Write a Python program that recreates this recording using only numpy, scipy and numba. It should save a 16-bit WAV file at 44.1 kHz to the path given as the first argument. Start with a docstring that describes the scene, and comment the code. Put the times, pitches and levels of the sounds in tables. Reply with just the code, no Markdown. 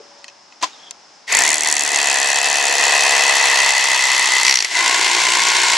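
"""A cordless hammer drill bores through plastic edging into pavement, outdoors. Each cycle the piston
thuds, the striker cracks on the steel bit and the tool rebounds; edging, housing and bit ring, and gears
and flutes grind between blows. Late on, the hammer nearly stalls, then picks up with a gear whine.
Handling clicks and one blip of the trigger come first. Distant traffic lies underneath."""
import sys
import numpy as np
from scipy import signal
from scipy.fft import rfft, irfft, next_fast_len
from scipy.io import wavfile
from scipy.ndimage import uniform_filter1d
from numba import njit

SR = 44100
rng = np.random.default_rng(int(sys.argv[2]) if len(sys.argv) > 2 else 0)


def to_wav(sig):
    """Store sig (one row per channel, or 1-D mono) as 16-bit WAV at the path in sys.argv[1].

    Samples outside -1..1 are clipped; the rate is SR.
    """
    pcm = np.clip(np.atleast_2d(sig), -1, 1) * 32767
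    pcm = np.round(pcm).astype(np.int16)
    wavfile.write(sys.argv[1], SR, pcm.T)  # frames by channels


N = 254456
T = np.arange(N) / SR

# Hammer speed, sagging under load. Each row: time in seconds, blows per second.
HAMMER_RATE = [(1.27, 21.06), (1.4, 60.22), (1.475, 76.73), (1.66, 76.68), (1.77, 72.85), (1.88, 72.97),
               (2.1, 70.54), (2.21, 68.15), (2.32, 70.76), (2.43, 70.1), (2.54, 72.05), (2.76, 69.7),
               (2.87, 71.79), (3.09, 69.31), (3.2, 70.55), (3.31, 67.75), (3.42, 69.01), (3.53, 67.79),
               (3.75, 67.34), (4.08, 64.03), (4.4, 63.88), (4.44, 54.74), (4.48, 69.75), (4.597, 60.17),
               (4.635, 42.76), (4.9, 61.23), (5.1, 57.28), (5.3, 59.2), (5.43, 61.18), (5.77, 59.39)]
# How hard the tool is leaned on. Each row: time in seconds, push in dB.
PUSH_CURVE = [(1.34, -15.5), (1.51, -18), (1.6, -21), (1.68, -18), (1.74, -20), (1.92, -19), (1.95, -17.5),
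              (2.74, -17.5), (2.83, -16), (3.69, -15.5), (3.73, -16.5), (4.51, -16), (4.58, -20),
              (4.7, -21.5), (4.77, -17), (5.74, -16)]
# Blows that stand out. Each row: time in seconds, relative crack level in dB, relative clank level in dB.
SQUARE_BLOWS = [(1.3235, -10, -28), (1.3493, -11, -24), (1.3700, -7, -22), (1.5424, -11, -16),
                (1.7256, -7.5, -21), (1.7665, -15, -15), (1.7942, -15, -22), (4.6035, -30, -13),
                (4.646, -35, -14)]
# Ring of bit and chuck. Each row: multiple of the ring pitch, width in Hz, level in dB,
# change at first bite in dB, change with the bit deep in dB.
RING_MODES = [(.915, 278, 0.5, -6, -7), (1.0, 192, 0, -1.5, 8), (1.295, 227, 2, -9.5, -6)]
# Gear hum. Each row: multiple of the hammer rate, level in dB, change as the bit seats in dB.
GEAR_TONES = [(3, -65, 4), (6, -39.5, -5.5), (7, -54, 10)]
# Handling ticks, and the crack that opens the trigger blip. 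Each row: time in seconds, relative ring level in
# dB, ring decay in seconds, # relative snap level in dB.
CLICKS = [(0.2434, -23, 0.0034, -27), (0.2814, -24.5, 0.0058, -31), (0.299, -32, 0.0025, -48),
          (0.524, -33, 0.003, -60), (.626, -18, .003, -13), (0.9097, -20.5, 0.0032, -15)]

# Pitch curves. Each row: time in seconds, pitch in Hz.
BIT_RING_PITCH = [(1.35, 1993), (4.36, 2005), (5.77, 2150)]
GEAR_WHINE_PITCH = [(4.74, 1000), (4.85, 1070), (4.98, 1087), (5.08, 1045), (5.17, 1087), (5.27, 1030),
                    (5.45, 1100), (5.6, 1075)]

# Resonances. Each row: centre in Hz, width in Hz, gain in dB.
HOUSING_PRE_STALL = [(954, 256, 4), (1205, 64, -9)]
HOUSING_POST_STALL = [(970, 190, 4.5), (1089, 25, -6), (1420, 120, -1.5)]
FREE_SHANK_MODES = [(4340, 790, -6), (5760, 610, -0.5)]
HANDLED_CASING_MODES = [(980, 250, -5), (1920, 220, 2.5), (2570, 180, 3), (3100, 380, -1.5),
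                        (4370, 800, -2), (5830, 300, 0), (6540, 350, -1)]
# Narrow high peaks that give each crack a metallic ring. Each row: centre in Hz, width in Hz, gain in dB.
CRACK_TREBLE_PEAKS = [(6060, 420, 0), (6730, 480, -2), (7930, 330, -1.5), (9720, 260, -5)]

# Source spectra. Each row: frequency in Hz, relative level in dB.
EARLY_BUZZ_EQ = [(40, -25), (140, -39), (260, -5.5), (560, -5.5), (700, 5), (1000, -0.5), (1500, -28.5)]
EDGING_PIERCED_EQ = [(40, -60), (140, -28), (280, -18), (400, -11.5), (490, -1), (525, -16.5), (570, -4.5),
                     (630, 1), (710, 4.5), (790, 4), (1000, -17), (1500, -37.5)]
EDGING_PINNED_EQ = [(40, -48), (130, -27), (180, -18.5), (260, -13), (360, -1), (520, -7), (700, 2),
                    (1000, 2.5), (1500, -46)]
GRIND_PRE_STALL_EQ = [(300, -28.5), (1400, -5.5), (2300, -4), (2950, -1), (3270, 1), (3900, -2),
                      (4420, 2.5), (5100, -3.5), (5650, -1.5), (6200, -4), (7200, -6.5), (9000, -13.5),
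                      (12500, -25)]
GRIND_POST_STALL_EQ = [(300, -30.5), (1000, -8), (1180, -26), (1330, -18), (1430, -0.5), (2500, 0.5),
                       (3900, -2), (4380, -0.5), (5200, -4), (5600, -1.5), (6200, -5.5), (7100, -4.5),
                       (9000, -14), (12500, -28.5)]
BITE_EQ = [(200, -22), (480, -3.5), (1300, -15), (1900, 0), (2300, 6.5), (3200, -3.5), (5000, -12.5),
           (12500, -32)]
CRACK_EQ = [(1500, -49), (4000, -24), (5500, -4.5), (6600, 1.5), (7300, 4.5), (8100, -2.5), (9100, -8.5),
            (9750, -6), (10400, -13), (12500, -26)]
SHANK_EQ = [(300, -27), (1400, -25), (2050, 5), (2700, -1), (3500, -9), (4500, 3.5), (5250, 2), (5700, 4),
            (6400, 1), (7500, -18), (12500, -24)]
BLIP_EQ = [(40, -28), (140, -28), (260, 1.5), (520, -4), (800, 6), (1400, -1), (4600, 0.5), (7000, -2.5),
           (9000, -19), (12000, -29)]
SNAP_EQ = [(200, -30), (4800, -8), (6200, 1), (8800, -3), (9700, -15), (12500, -22)]
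OUTDOOR_EQ = [(30, -37), (100, -13.5), (250, -3.5), (570, -3), (830, 5), (1300, -2.5), (2400, -6),
              (4200, -7.5), (4900, -1), (5280, 3), (5750, -3), (6800, -8.5), (10300, -29), (12000, -48)]

# Scattered sound. Each row: frequency in Hz, level against the direct sound in dB.
SCATTER_EQ = [(60, -8), (280, -18), (700, -10), (2000, -10)]
# Stereo balance. Each row: frequency in Hz, left minus right in dB.
BALANCE_EQ = [(100, .7), (300, -0.5), (630, 5), (1140, 2.5), (2050, 3.5), (4000, -0.7), (8000, 2)]

START_S, STALL_S = 1.26, 4.69
# Stages of the boring. Each pair: start and end in seconds.
PIERCE_S, DEEPEN_S, DAMP_S, PIN_S = (1.57, 2.19), (2.8, 4.5), (3.16, 4.23), (3.92, 4.41)
RESTART_S, SEAT_S = (4.66, 4.72), (STALL_S, 5.61)


def drill():
    """Every knock shakes edging, housing and bit; grinding fills the gaps."""
    pierced, deep, restarted, seated = ramp(*PIERCE_S), ramp(*DEEPEN_S), ramp(*RESTART_S), ramp(*SEAT_S)
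    # easing off just before the stall frees the shank
    eased = envelope(4.448, hold_s=0.16, attack_s=0.005, release_s=0.029) * (1 - restarted)
    cycles, piston, striker, rebound = hammer(restarted)
    knocks = 0.75 * piston + striker + 0.95 * rebound
    jolts = (0.99 + 0.43 * deep) * piston + striker + 0.77 * rebound
    rattle = rattle_envelope(jolts, restarted, eased)
    # heavy parts nearly rest between knocks until the restart keeps them trembling
    thuds = unit(np.sqrt(np.maximum(fade(jolts ** 2, decay_s=0.0016), 0)))
    tremble = thuds + 0.56 * restarted + 0.5 * rattle

    body = edging_buzz(knocks, piston, striker, tremble, pierced, deep, seated)
    body += housing_ring(jolts, tremble, restarted, eased)
    body += bit_ring(knocks, rattle, pierced, deep, seated) + bit_note(seated)
    direct = grinding(rattle, restarted) + bit_crack(striker, rebound, deep, restarted)
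    direct += shank_clank(striker * eased * undb(-8.5 + 0.5 * push_db()))
    body += gear_tones(cycles, seated)
    return ramp(1.268, 1.278) * (surroundings(body, decay_s=0.038) + direct)


def hammer(restarted):
    """Running cycle count, and impulse trains of piston, striker and rebound."""
    rate_hz = curve(HAMMER_RATE) * ramp(START_S, START_S + 0.072)
    cycles = np.cumsum(rate_hz) / SR
    blows_s = np.interp(np.arange(1, int(cycles[-1]) + 1), cycles, T)
    # the striker idles at the stall, then takes a moment to catch
    blows_s = blows_s[abs(blows_s - STALL_S) > 0.035]
    caught = 1 - restarted + ramp(4.73, 4.87)
    piston = contacts(blows_s, delay_s=-0.0034, jitter_s=0.00005, spread_db=1)
    striker = contacts(blows_s, delay_s=-0.0009, jitter_s=0.0001, spread_db=1.1, alternate_db=1.6)
    rebound = contacts(blows_s, delay_s=0.0031, jitter_s=0.0005, spread_db=2.2)
    return cycles, caught * piston, caught * striker, caught * rebound


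def contacts(blows_s, delay_s, jitter_s, spread_db, alternate_db=0, guided_s=2.6):
    """One uneven contact a cycle; every second one can be softer until the hole guides the bit."""
    timing, force = rng.standard_normal((len(blows_s), 2)).T
    softer = (blows_s < guided_s) & (np.arange(len(blows_s)) % 2 == 0)
    return pulses(blows_s + delay_s + jitter_s * timing, undb(spread_db * force - alternate_db * softer))


def rattle_envelope(jolts, restarted, eased):
    """Loose parts rattle on after each knock, over steady grinding that grows with the push."""
    steady_db = 4.3 + 0.33 * push_db() * (1 - restarted) - 0.5 * eased
    return unit(np.sqrt(fade(jolts ** 2, decay_s=0.0015) + 0.17 * undb(2 * steady_db)))


def bit_crack(striker, rebound, deep, restarted):
    """Striker on steel: a stress wave runs up and down the bit for about a millisecond."""
    burst = uniform_filter1d(fade(striker + 0.1 * rebound, decay_s=0.0007), int(0.0007 * SR))
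    burst *= undb(1.9 * walk(140))  # the bit seats differently on each blow
    chatter = 0.004 + 0.014 * ramp(START_S, STALL_S) ** 2
    crack = colour((burst + chatter) * stereo_noise(apart=1), CRACK_EQ)
    tick = colour(striker, CRACK_EQ)
    crack = blend(crack, tick, 0.3 * (1 - deep))
    crack = blend(crack, modes(striker, CRACK_TREBLE_PEAKS), 0.21 * (1 - 0.5 * restarted))
    bare_db = 7.5 * die_away(START_S, decay_s=0.94)  # the hole muffles the sinking bit
    return at_level(crack, -21 + load_db(per_push=1.2, depth_db=-3, restart_db=-1.5) + bare_db)


def bit_ring(knocks, rattle, pierced, deep, seated):
    """Bit and chuck ring; the pitch scatters while the tip skates without a hole."""
    pitch_hz = curve(BIT_RING_PITCH) * (1 + 0.05 * (1 - pierced) * walk(70))
    ring = np.zeros(N)
    for k, (multiple, width_hz, db, bite_db, deep_db) in enumerate(RING_MODES):
        drive = unit(knocks) + 1.5 * rattle * noise()
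        gain = (-1) ** k * undb(db + bite_db * (1 - pierced) + deep_db * deep)
        ring += gain * resonance(drive, multiple * pitch_hz, width_hz)
    return at_level(ring, -17.5 + load_db(per_push=2, depth_db=-0.75, restart_db=-3.5) - 4 * seated)


def bit_note(seated):
    """The bit sings a narrow rising note as it takes up the load again."""
    note = np.sqrt(2) * np.sin(phase(2003 + 297 * seated) + 0.5 * walk(90))
    swell = envelope(4.76, hold_s=0.062, attack_s=0.016, release_s=0.13)
    return note * swell * undb(-25.5 + 2.5 * walk(60))


def grinding(rattle, restarted):
    """Gears and flutes grind, grit breaks in uneven grains; the surface crumbles at the first bite."""
    grit = rattle * stereo_noise(apart=0.35) * undb(1.84 * walk(900))
    grind = blend(colour(grit, GRIND_PRE_STALL_EQ), colour(grit, GRIND_POST_STALL_EQ), restarted)
    grind = at_level(grind, -19 + load_db(per_push=1.52, depth_db=1, restart_db=2.5))
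    crumbs = unit(colour(grit * undb(3.2 * walk(300)), BITE_EQ))
    return grind + crumbs * undb(-21.5) * envelope(1.315, hold_s=0.043, attack_s=0.016, release_s=0.15)


def edging_buzz(knocks, piston, striker, tremble, pierced, deep, seated):
    """Rough buzz with low thumps at first; then the pierced plastic strip buzzes, damped once pinned."""
    drive = shaken(striker + 0.25 * piston, tremble, rough=0.8) * undb(1.2 * walk(14))
    early_buzz = colour(shaken(knocks, tremble, rough=3.6), EARLY_BUZZ_EQ)
    buzz = blend(early_buzz, colour(drive, EDGING_PIERCED_EQ), 0.79 * pierced)
    buzz += deep * resonance(buzz, hz=627 - 50 * deep, width_hz=90)
    pinned = colour(shaken(piston + 0.33 * striker, tremble, rough=1), EDGING_PINNED_EQ)
    buzz = blend(buzz, pinned, ramp(*PIN_S))
    cutting_db = envelope(2.7, hold_s=0.14, attack_s=0.31, release_s=0.27)  # flutes cut the strip
    stage_db = cutting_db - 8.5 * ramp(*DAMP_S) - 3.5 * seated
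    return at_level(buzz, -26 + load_db(per_push=1.47, depth_db=2, restart_db=6) + stage_db)


def housing_ring(jolts, tremble, restarted, eased):
    """Jolts ring the housing; its resonances shift at the stall."""
    drive = shaken(jolts, tremble, rough=1.3)
    ring = blend(modes(drive, HOUSING_PRE_STALL), modes(drive, HOUSING_POST_STALL), restarted)
    return at_level(ring, -25.5 + load_db(per_push=2.5, depth_db=0.5, restart_db=1.5) - 1.5 * eased)


def shank_clank(blows, swell_s=0.0015):
    """The free shank clashes in the chuck and rings for a few milliseconds."""
    shape = uniform_filter1d(fade(blows, decay_s=0.0017), int(swell_s * SR))
    shape = np.roll(shape, int(swell_s * SR / 2))
    clash = shape * unit(colour(stereo_noise(apart=0.5), SHANK_EQ))
    return 1.66 * clash + undb(35) * modes(blows, FREE_SHANK_MODES)


def square_blows():
    """Single blows land squarely as the bit meets the pavement and as the hammer slows."""
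    times_s, crack_db, clank_db = np.transpose(SQUARE_BLOWS)
    bursts = fade(pulses(times_s, undb(crack_db)), decay_s=0.001)
    crack = 2 * bursts * unit(colour(stereo_noise(apart=1), CRACK_EQ))
    return crack + shank_clank(pulses(times_s, undb(clank_db)))


def gear_tones(cycles, seated, whine_db=-30.5):
    """Loaded gears hum and whine after the stall; play in them makes the tones waver."""
    hum_phase = 2 * np.pi * (cycles + 0.015 * walk(35))
    hum = sum(undb(db + seated_db * seated + 4.1 * walk(30)) * np.sin(multiple * hum_phase)
              for multiple, db, seated_db in GEAR_TONES)
    whine_phase = phase(curve(GEAR_WHINE_PITCH)) + 0.8 * walk(130)
    whine = undb(whine_db + 2.6 * walk(50)) * np.sin(whine_phase)
    octave = undb(whine_db + 3.7 * walk(50)) * np.sin(2 * whine_phase)
    return np.sqrt(2) * ramp(4.72, 4.85) * (hum + whine + octave)


def trigger_blip(start_s=0.6277, coast_s=0.727, housing_hz=1020, ring_s=0.003):
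    """The gears jerk and ring the housing, then coast with a falling, scratchy squeak."""
    jolt = undb(-18.5) * envelope(start_s, hold_s=0.016, attack_s=0.0013, release_s=0.0024)
    whirr = undb(-31.5) * envelope(start_s - 0.01, hold_s=0.032, attack_s=0.0045, release_s=0.018)
    run_down = undb(-41) * envelope(start_s, hold_s=0.016, attack_s=0.003, release_s=0.13)
    jerk = unit(colour(noise() * undb(1.4 * walk(600)), BLIP_EQ)) * (jolt + whirr + run_down)
    swing = undb(2) * fade(jolt, ring_s) / (ring_s * SR)
    ring = swing * np.sin(2 * np.pi * housing_hz * T + 0.6 * walk(200))
    squeak_hz = 3320 + 330 * die_away(coast_s, decay_s=0.05)
    scratch = resonance(noise(), squeak_hz * (1 + 0.022 * walk(70)), width_hz=330) * undb(3 * walk(150))
    coast = undb(-47.5) * envelope(coast_s, hold_s=0.16, attack_s=0.013, release_s=0.017)
    return surroundings(jerk + ring + unit(scratch) * coast, decay_s=0.015)


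def clicks():
    """The tool is gripped and lined up, and the trigger snaps: each tick is a bright snap and a short ring of
    the casing."""
    ring_shape, snap_shape = np.zeros((2, N))
    for time_s, ring_db, decay_s, snap_db in CLICKS:
        ring_shape += undb(ring_db) * envelope(time_s, hold_s=0, attack_s=0.00045, release_s=decay_s)
        snap_shape += undb(snap_db) * envelope(time_s, hold_s=0, attack_s=0.00023, release_s=0.0012)
    ring = surroundings(unit(modes(noise(), HANDLED_CASING_MODES)) * ring_shape, decay_s=0.004)
    snap = unit(colour(stereo_noise(apart=0.73), SNAP_EQ)) * snap_shape
    return undb(-5.5) * (ring + snap)


def outdoors(hum_hz=570):
    """Distant traffic, a thin high hiss, and a hollow tone and faint hum that soon sink away."""
    air = unit(colour(stereo_noise(apart=0.74), OUTDOOR_EQ)) * undb(-47 + 1.2 * walk(8))
    hum = np.sin(phase(hum_hz * (1 + 0.0058 * walk(9.1))))
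    hum *= undb(-54.5 + 2 * walk(3.9) - 10 * ramp(0.32, 0.38))
    hollow = unit(resonance(noise(), hz=430, width_hz=110)) * undb(-36.5) * die_away(0, decay_s=0.024)
    return air + hum + hollow


def surroundings(x, decay_s, size=4096):
    """Ground and nearby things scatter a short tail, opposite in the two channels."""
    tail = rng.standard_normal(size) * np.exp(-np.arange(size) / SR / decay_s)
    side = signal.fftconvolve(colour(x, SCATTER_EQ), tail / np.sqrt(np.sum(tail ** 2)))[:N]
    return np.array([x + side, x - side])


def push_db(full_db=-16):
    """Push relative to full push."""
    return curve(PUSH_CURVE) - full_db


def load_db(per_push, depth_db, restart_db):
    """A part's level change with motor run-up, push, hole depth and restart."""
    run_up_db = -26 * die_away(START_S, decay_s=0.039)
    stage_db = depth_db * ramp(START_S, STALL_S) + restart_db * ramp(STALL_S, STALL_S + 0.15)
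    return run_up_db + per_push * push_db() + stage_db


def at_level(x, db):
    """Bring the running rms close to a level curve."""
    power = uniform_filter1d(x ** 2, SR // 8)
    return x * undb(db) / np.sqrt(np.maximum(power, 0) + 0.02 * np.mean(x ** 2))


def shaken(blows, tremble, rough):
    """Blows plus a share of rattling noise."""
    return unit(blows) + rough * unit(tremble * noise())


def pulses(times_s, sizes):
    """Impulses, each shared between two samples."""
    at = np.clip(times_s * SR, 0, N - 2)
    whole = at.astype(int)
    late = at - whole
    return np.bincount(whole, sizes * (1 - late), N) + np.bincount(whole + 1, sizes * late, N)


def fade(x, decay_s):
    """Give every impulse an exponential tail."""
    return signal.lfilter([1], [1, -np.exp(-1 / (decay_s * SR))], x + 1e-18)


def modes(x, table):
    """Parallel resonances."""
    return sum(undb(db) * resonance(x, hz, width_hz) for hz, width_hz, db in table)


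def resonance(x, hz, width_hz):
    """Two band-passes in series, for steep skirts."""
    hz, width_hz = hz * np.ones(N), float(width_hz)
    return svf(svf(x, hz, width_hz), hz, width_hz)


@njit
def svf(x, hz, width_hz):
    """State-variable band-pass with a movable centre."""
    y, band_state, low_state = np.empty(len(x)), 0., 0.
    for i in range(len(x)):
        g, damping = np.tan(np.pi * hz[i] / SR), width_hz / hz[i]
        band = (band_state + g * (x[i] + 1e-18 - low_state)) / (1 + g * (g + damping))
        band_state = 2 * band - band_state
        low_state += 2 * g * band
        y[i] = damping * band
    return y


def colour(x, points, size=4096):
    """Minimum-phase filter through (Hz, dB) points."""
    hz, db = np.transpose(points)
    bins_hz = np.maximum(np.arange(size // 2 + 1) * SR / size, 1)
    cepstrum = irfft(np.log(undb(np.interp(np.log(bins_hz), np.log(hz), db))))
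    cepstrum[1:size // 2] *= 2
    cepstrum[size // 2 + 1:] = 0
    impulse = irfft(np.exp(rfft(cepstrum)))
    length = next_fast_len(N + size)
    return irfft(rfft(x, length) * rfft(impulse, length), length)[..., :N]


def noise():
    """White noise, rms 1."""
    return rng.standard_normal(N)


def stereo_noise(apart):
    """Two channels of partly shared noise."""
    return unit(noise() + apart * np.array([noise(), noise()]))


def walk(rate_hz):
    """Smooth random wander, spread near 1."""
    hold = max(int(SR / rate_hz), 2)
    steps = np.repeat(rng.standard_normal(N // hold + 1), hold)
    return 1.3 * uniform_filter1d(uniform_filter1d(steps, hold), hold)[:N]


def envelope(full_s, hold_s, attack_s, release_s):
    """Exponential swell up to full_s, hold, decay."""
    return np.exp(np.minimum(T - full_s, 0) / attack_s) * die_away(full_s + hold_s, release_s)


def die_away(start_s, decay_s):
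    """1 until start_s, then exponential decay."""
    return np.exp(-np.maximum(T - start_s, 0) / decay_s)


def ramp(start_s, end_s):
    """Linear rise from 0 to 1."""
    return np.clip((T - start_s) / (end_s - start_s), 0, 1)


def curve(table):
    """Straight lines through (seconds, value) rows."""
    return np.interp(T, *np.transpose(table))


def phase(hz):
    """Radians run up by a moving pitch."""
    return 2 * np.pi * np.cumsum(hz) / SR


def blend(before, after, share):
    """Cross-fade two sounds, each at rms 1."""
    return (1 - share) * unit(before) + share * unit(after)


def unit(x):
    """Scale to rms 1."""
    return x / np.sqrt(np.mean(x ** 2) + 1e-18)


def undb(db):
    """Decibels to gain."""
    return 10 ** (np.asarray(db) / 20)


def scene():
    """The drill in open air, a little to the left."""
    left, right = drill() + square_blows() + trigger_blip() + clicks() + outdoors()
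    return np.array([colour(left, [(hz, db / 2) for hz, db in BALANCE_EQ]),
                     colour(right, [(hz, -db / 2) for hz, db in BALANCE_EQ])])


def record(dry, ceiling=0.92, top_hz=12100):
    """Soft-clip the highest peaks and cut the top."""
    rounded = dry / (1 + (dry / ceiling) ** 6) ** (1 / 6)
    return signal.sosfilt(signal.ellip(8, 0.2, 70, top_hz, fs=SR, output="sos"), rounded)


dry = scene()
out = record(dry)
to_wav(out)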